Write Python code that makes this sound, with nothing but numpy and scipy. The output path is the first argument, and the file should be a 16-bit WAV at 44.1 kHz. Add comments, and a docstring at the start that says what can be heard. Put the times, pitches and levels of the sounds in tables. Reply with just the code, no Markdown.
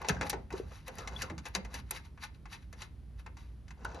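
"""Over a quiet workshop hum, fingers fit a small nut onto a screw inside a steel cabinet.
First the hand rubs and bumps the panels, which ring briefly, while the nut ticks and snaps. Its thread
rasps in short turns, and from about one second in the fingertips squeak on it. After a bright snap near
two seconds the turns and ticks thin out; a last rub and bump end the scene.
Two closely spaced microphones hear it all from near by."""
import sys
import numpy as np
from scipy import signal
from scipy.fft import rfft, irfft
from scipy.io import wavfile
from scipy.ndimage import uniform_filter1d

SR = 44100
rng = np.random.default_rng(int(sys.argv[2]) if len(sys.argv) > 2 else 0)


def wav_record(signal):
    """Record a signal, one row per channel, as 16-bit PCM in the file named by sys.argv[1]."""
    frames = np.transpose(np.atleast_2d(signal))
    bounded = np.clip(frames, -1, 1)
    # unit amplitude maps onto the largest positive 16-bit level
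    quanta = np.round(bounded * 32767).astype(np.int16)
    wavfile.write(sys.argv[1], SR, quanta)


N = 176400
T = np.arange(N) / SR


def from_db(db):
    """Decibels to gain."""
    return 10 ** (np.asarray(db) / 20)


def rms_one(x):
    """Scale to unit rms."""
    return x / np.sqrt(np.mean(x ** 2) + 1e-20)


def decay(age, t60):
    """Envelope that falls 60 dB in t60 seconds."""
    return np.exp(-np.log(1000) * age / t60)


def at_hz(points, hz):
    """Read a curve on a log-frequency axis."""
    f, value = np.transpose(points)
    return np.interp(np.log(hz + 1), np.log(f), value)


def band(x, low_hz, high_hz):
    """Gentle band-pass."""
    sos = signal.butter(2, [low_hz, high_hz], "band", fs=SR, output="sos")
    return signal.sosfilt(sos, x + 1e-18)


def colour(x, spectrum):
    """Shape a noise with an EQ curve."""
    return irfft(rfft(x) * from_db(at_hz(spectrum, np.fft.rfftfreq(N, 1 / SR))), N)


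def resonance(x, hz, t60):
    """One ringing mode, with gain 1 at its centre."""
    r = decay(1 / SR, t60)
    poles = [1, -2 * r * np.cos(2 * np.pi * hz / SR), r * r]
    return signal.lfilter((1 - r * r) / 2 * np.array([1, 0, -1]), poles, x + 1e-18)


def grains(per_s, spread_db):
    """Rough surfaces catching: tiny random impacts, made uneven by spread_db."""
    sizes = from_db(spread_db * np.minimum(rng.exponential(1, N), 4)) * rng.choice([-1, 1], N)
    return sizes * (rng.random(N) < per_s / SR)


def rustle(low_hz, high_hz, pitches=16, ring_cycles=17.3):
    """Many soft catches, each ringing briefly at one of a spread of pitches; rms 1."""
    catches = sum(resonance(grains(2000 / pitches, spread_db=2.5), hz, ring_cycles / hz) / np.sqrt(hz)
                  for hz in np.geomspace(low_hz, high_hz, pitches))
    return rms_one(band(catches, low_hz, high_hz))


def waver():
    """Quick irregular wobble of a part held in the fingers; rms 1."""
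    return rms_one(band(rng.standard_normal(N), 33.3, 245))


def workshop():
    """A bed of distant machinery: rumble, a low hum and faint hiss."""
    # room tone spectrum: f/Hz, level/dB
    room_tone = [(20,-44),(35,-13),(58,5),(90,-5.5),(160,-13),(250,-19.5),(550,-35),(3000,-47),(7000,-54.5),(10500,-49),(15000,-61)]
    # its stereo width: f/Hz, side level/dB
    width = [(40,-26.5),(120,-9.5),(1500,-15)]
    mid, side = rng.standard_normal((2, N))
    air = colour(mid + colour(side, width) * [[1], [-1]], room_tone)
    hum = np.sin(2 * np.pi * 58.4 * T)
    return from_db(-49) * rms_one(air) + from_db(-52) * hum


def reflections(x, t60, band_hz):
    """A dense reverb tail, different at each microphone."""
    age = T[:SR // 2]
    tail = rng.standard_normal((2, len(age))) * decay(age, t60) * (age > .002)
    tail /= np.sqrt(np.sum(tail ** 2, axis=1, keepdims=True))
    return signal.fftconvolve(x[None], band(tail, *band_hz), axes=1)[:, :N]


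def cabinet(x):
    """The steel box rings along at its modes."""
    # cabinet modes: f/Hz, level/dB, t60/s
    modes = [(518,5,0.176),(845,-1,0.18),(920,4.5,0.044),(2120,1,0.036),(3170,-0.5,0.015),(6424,-3.5,0.015)]
    return x + sum(from_db(db) * resonance(x, hz, t60) for hz, db, t60 in modes)


def sheet_metal(x):
    """Countless close, short resonances of the sheet give the contacts a tinny colour."""
    age = T[:SR // 8]
    ringing = rng.standard_normal(len(age)) * decay(age, t60=0.0055)
    response = from_db(3) * band(ringing / np.linalg.norm(ringing), 2170, 13600)
    response[0] += 1   # the direct sound
    spectrum = rfft(response)
    spectrum /= np.sqrt(uniform_filter1d(np.abs(spectrum) ** 2, size=100))   # keep the broad balance flat
    return signal.fftconvolve(x, irfft(spectrum)[:len(age) // 2])[:N]


def hand_rubs(fade_s=0.013):
    """Skin drags over the panels with a dull, grainy rustle."""
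    # one envelope per rub, its points: t/s, bass level/dB, middle level/dB
    strokes = [
        [(0.0, -98, -50), (0.11, -31.5, -45.5), (0.47, -49.5, -75)],
        [(0.52, -45.5, -49), (0.7, -51, -68.5), (0.72, -48, -51)],
        [(0.92, -51.5, -62), (1.14, -46.5, -51.5), (1.42, -39.5, -74)],
        [(1.56, -46, -103), (1.716, -52.5, -57.5), (1.85, -44, -87)],
        [(3.78, -56, -64), (3.846, -48, -54), (4.0, -51.5, -51.5)],
    ]
    # bass, middle and treble of the rustle: low f/Hz, high f/Hz, trim/dB
    layers = [(54,265,-4.5),(377,1630,0),(1550,7660,-12.5)]
    out = np.zeros(N)
    for k, (low_hz, high_hz, trim_db) in enumerate(layers):
        envelope = 0
        for stroke in strokes:
            times, bass_db, middle_db = np.transpose(stroke)
            db = np.interp(T, times, bass_db if k == 0 else middle_db)   # the treble follows the middle
            outside_s = np.maximum(times[0] - T, T - times[-1]).clip(0)
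            envelope += from_db(db + trim_db) * (1 - outside_s / fade_s).clip(0)
        out += envelope * rustle(low_hz, high_hz)
    return out


def bumps(rise_share=0.12):
    """A touched panel or small part rings briefly; the fingers damp it and bend its pitch."""
    # parts set ringing: t/s, f/Hz, level/dB, t60/s
    rings = [(.046,925,-20,0.018),(.097,420,-23,0.058),(0.1,173,-18,0.062),(0.0983,1630,-15.5,0.015),(0.167,1590,-30,.025),(0.213,1694,-21,0.014),(.219,827,-31.5,0.24),(0.331,847,-22,0.036),(.338,397,-29.5,0.06),(0.538,390,-17,0.027),(0.599,409,-17.5,0.018),(1.075,2137,-25,0.018),(1.162,3437,-26,0.024),(1.32,327,-28.5,0.07),(1.566,190.4,-28,0.2),(1.572,525,-44.5,0.21),(3.852,1470,-16.5,0.011),(3.851,960,-21.5,0.015),(3.946,4020,-50,0.082)]
    out = np.zeros(N)
    bend = 1 + 0.012 * waver()
    for s, hz, db, t60 in rings:
        start = int(s * SR)
        age = T[:N - start][:SR // 3]
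        span = slice(start, start + len(age))
        envelope = (1 - np.exp(-age / (rise_share * t60))) * decay(age, t60)
        out[span] += from_db(db) * envelope * np.sin(2 * np.pi * hz * np.cumsum(bend[span]) / SR)
    return out


def finger_squeaks():
    """Skin sticks and slips on the nut: a rough tone that glides down as the grip changes."""
    # fingertip slips: t/s, length/s, first f/Hz, last f/Hz, level/dB
    slips = [(0.953,0.1,1936,1730,-56),(0.978,0.14,1365,1156,-50.5),(1.211,.055,1690,1160,-41.5),(1.275,0.05,1100,868,-52.5)]
    out = np.zeros(N)
    wobble = 1 + .05 * waver()
    for s, length, first_hz, last_hz, db in slips:
        progress = ((T - s) / length).clip(0, 1)
        hz = first_hz * (last_hz / first_hz) ** progress * wobble
        envelope = np.sin(np.pi * np.sqrt(progress))
        out += from_db(db) * envelope * np.sin(2 * np.pi * np.cumsum(hz) / SR)
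    return out * (1 + .5 * waver())   # the level flutters


def nut_snaps(t60=0.004):
    """The nut's edge lets go of the thread with a tiny, very bright crack."""
    # snaps over the thread: t/s, level/dB
    snaps = [(0.085,-34),(0.296,-14),(0.882,-24),(0.955,-35),(1.486,-35),(1.9103,-15)]
    envelope = sum(from_db(db - 60 * ((T - s) / t60).clip(0, 2)) * (T >= s) for s, db in snaps)
    return band(envelope * rng.standard_normal(N), 10000, 16300)


def thread_rasp():
    """The thread catches and sets the nut ringing; the rasp swells and dies with each turn."""
    # turns of the nut: peak t/s, rise/s, fall/s, level/dB
    turns = [(0.089,0.012,0.036,-48),(.268,0.012,0.015,-44),(0.581,0.016,0.014,-49),(0.761,0.063,0.035,-55.5),(0.873,0.0056,0.0082,-50),(1.008,0.052,0.023,-52.5),(1.221,0.045,0.029,-46),(1.464,0.01,0.018,-47.5),(1.554,0.0046,0.0099,-36.5),(1.752,0.014,0.016,-43.5),(1.799,0.023,0.0074,-52.5),(1.968,0.029,0.015,-44),(2.054,0.008,0.016,-56.5),(2.239,0.012,0.013,-40),(2.348,.004,.012,-62),(2.532,0.014,0.021,-45.5),(2.625,0.0072,.015,-62.5),(2.819,0.02,0.021,-47.5),(3.198,0.0097,0.01,-56),(3.39,0.0074,0.058,-61)]
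    # spectrum of the thread's grit: f/Hz, level/dB
    grit_eq = [(400,-17),(950,0),(1600,0.5),(2700,-11),(4000,-4.5),(6500,-10),(8200,-15.5),(10800,-5),(15500,-31)]
    effort = sum(from_db(db) * np.exp(-np.maximum((s - T) / rise, (T - s) / fall).clip(0, 20))
                 for s, rise, fall, db in turns)
    grit = rms_one(colour(grains(per_s=4000, spread_db=1.5), grit_eq))
    nut_ring = rustle(813, 5520)
    return effort * rms_one(grit + nut_ring)


def nut_ticks(attack_s=0.00029):
    """Each metal contact is a burst of chatter whose highs die fastest."""
    # contacts: t/s, treble level/dB, then relative to it body/dB, middle/dB, top/dB
    contacts = [(0.0159, -44.5, -1, 2.5, -10.5), (0.0455, -44, 1, 5.5, -36),
                (0.0849, -17, -12.5, -21.5, -17.5), (0.0934, -29, -26, 2, -13),
                (0.2107, -29, -3.5, 3.5, -43), (0.2275, -36, -1, 2.5, -42), (0.297, -20, -26, -19.5, -9.5),
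                (0.329, -34.5, 2, -1, -31), (0.5039, -49.5, 4.5, 7.5, -12),
                (0.525, -38.5, -6.5, -10.5, -22), (0.8793, -35, -7.5, -3, -16),
                (0.9832, -31.5, -10.5, -19, -21), (1.074, -30, -35, -11, -44),
                (1.2192, -22.5, -17.5, -23, -18), (1.2982, -41.5, 2.5, 1, -41),
                (1.3794, -33.5, -48, -10.5, -51), (1.454, -33.5, -13.5, -10.5, -44),
                (1.465, -40.5, -35, 0, -35), (1.5498, -19.5, -14, -11, -21),
                (1.648, -39.5, -9.5, -4.5, -23), (1.7413, -30, -14, -12.5, -18.5),
                (1.9084, -28.5, -15, -10, -2.5), (2.175, -60.5, -21, 11, -32), (2.4553, -49, -24, 4, -46),
                (2.7273, -41.5, -12, -7, -18), (2.819, -31.5, -22, -12.5, -42.5),
                (3.262, -47.5, -5, 4, -33), (3.369, -45, -34, -4.5, -35), (3.68, -46.5, -43, -7.5, -30),
                (3.706, -44.5, -49, -4.5, -50), (3.8472, -37, -6, -6.5, -14.5), (3.945, -44, 2.5, -15, -25)]
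    # body, middle, treble and top: low f/Hz, high f/Hz, trim/dB, t60/s
    layers = [(250, 700, -5, 0.23), (700, 2000, -1.5, 0.071),
              (2000, 7300, -10, 0.06), (8800, 12500, 5.5, 0.024)]
    out = np.zeros(N)
    for k, (low_hz, high_hz, trim_db, t60) in enumerate(layers):
        power = np.zeros(N)
        for s, db, body_db, middle_db, top_db in contacts:
            start = int(s * SR)
            age = T[:N - start][:SR // 2]
            gain = from_db(db + (body_db, middle_db, 0, top_db)[k])
            envelope = (1 - np.exp(-age / attack_s)) * decay(age, t60)
            power[start:start + len(age)] += (gain * envelope) ** 2
        chatter = grains(per_s=5000, spread_db=0)
        bursts = band(chatter * np.sqrt(power), low_hz, high_hz)
        out += from_db(trim_db) * bursts / band(chatter, low_hz, high_hz).std()
    return out


def scene():
    """Close handling sounds reflect inside the cabinet and around the room, over the workshop bed."""
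    contacts = nut_ticks() + thread_rasp() + hand_rubs()
    near = cabinet(sheet_metal(contacts)) + bumps() + nut_snaps() + finger_squeaks()
    inside = from_db(-5) * reflections(near, t60=0.051, band_hz=(784, 2560))
    room = from_db(-8) * reflections(near, t60=0.28, band_hz=(181, 3020))
    return near + inside + room + workshop()


def record(dry):
    """A close microphone pair: unequal phase and level, a soft treble roll-off and a steep top cut."""
    # left microphone's phase lead over the right: f/Hz, phase/rad
    left_lead = [(1600,-.1),(2700,1),(3700,.1),(5200,.2),(6900,-1.3),(8100,-3.14),(11700,-6.2),(15000,-9.4)]
    # left microphone's level over the right: f/Hz, level/dB
    left_louder = [(150,-1.5),(400,1),(2200,2),(4500,8),(8000,-6.5),(14000,4.5)]
    hz = np.fft.rfftfreq(2 * N, 1 / SR)
    half = np.array([[.5], [-.5]])
    pair = from_db(half * at_hz(left_louder, hz)) * np.exp(1j * half * at_hz(left_lead, hz))
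    heard = irfft(rfft(dry, 2 * N) * pair)[:, :N]
    softened = signal.sosfilt(signal.butter(2, 10930, fs=SR, output="sos"), heard)
    return signal.sosfilt(signal.ellip(10, .1, 80, 15800, fs=SR, output="sos"), softened)


dry = scene()
out = record(dry)
wav_record(out)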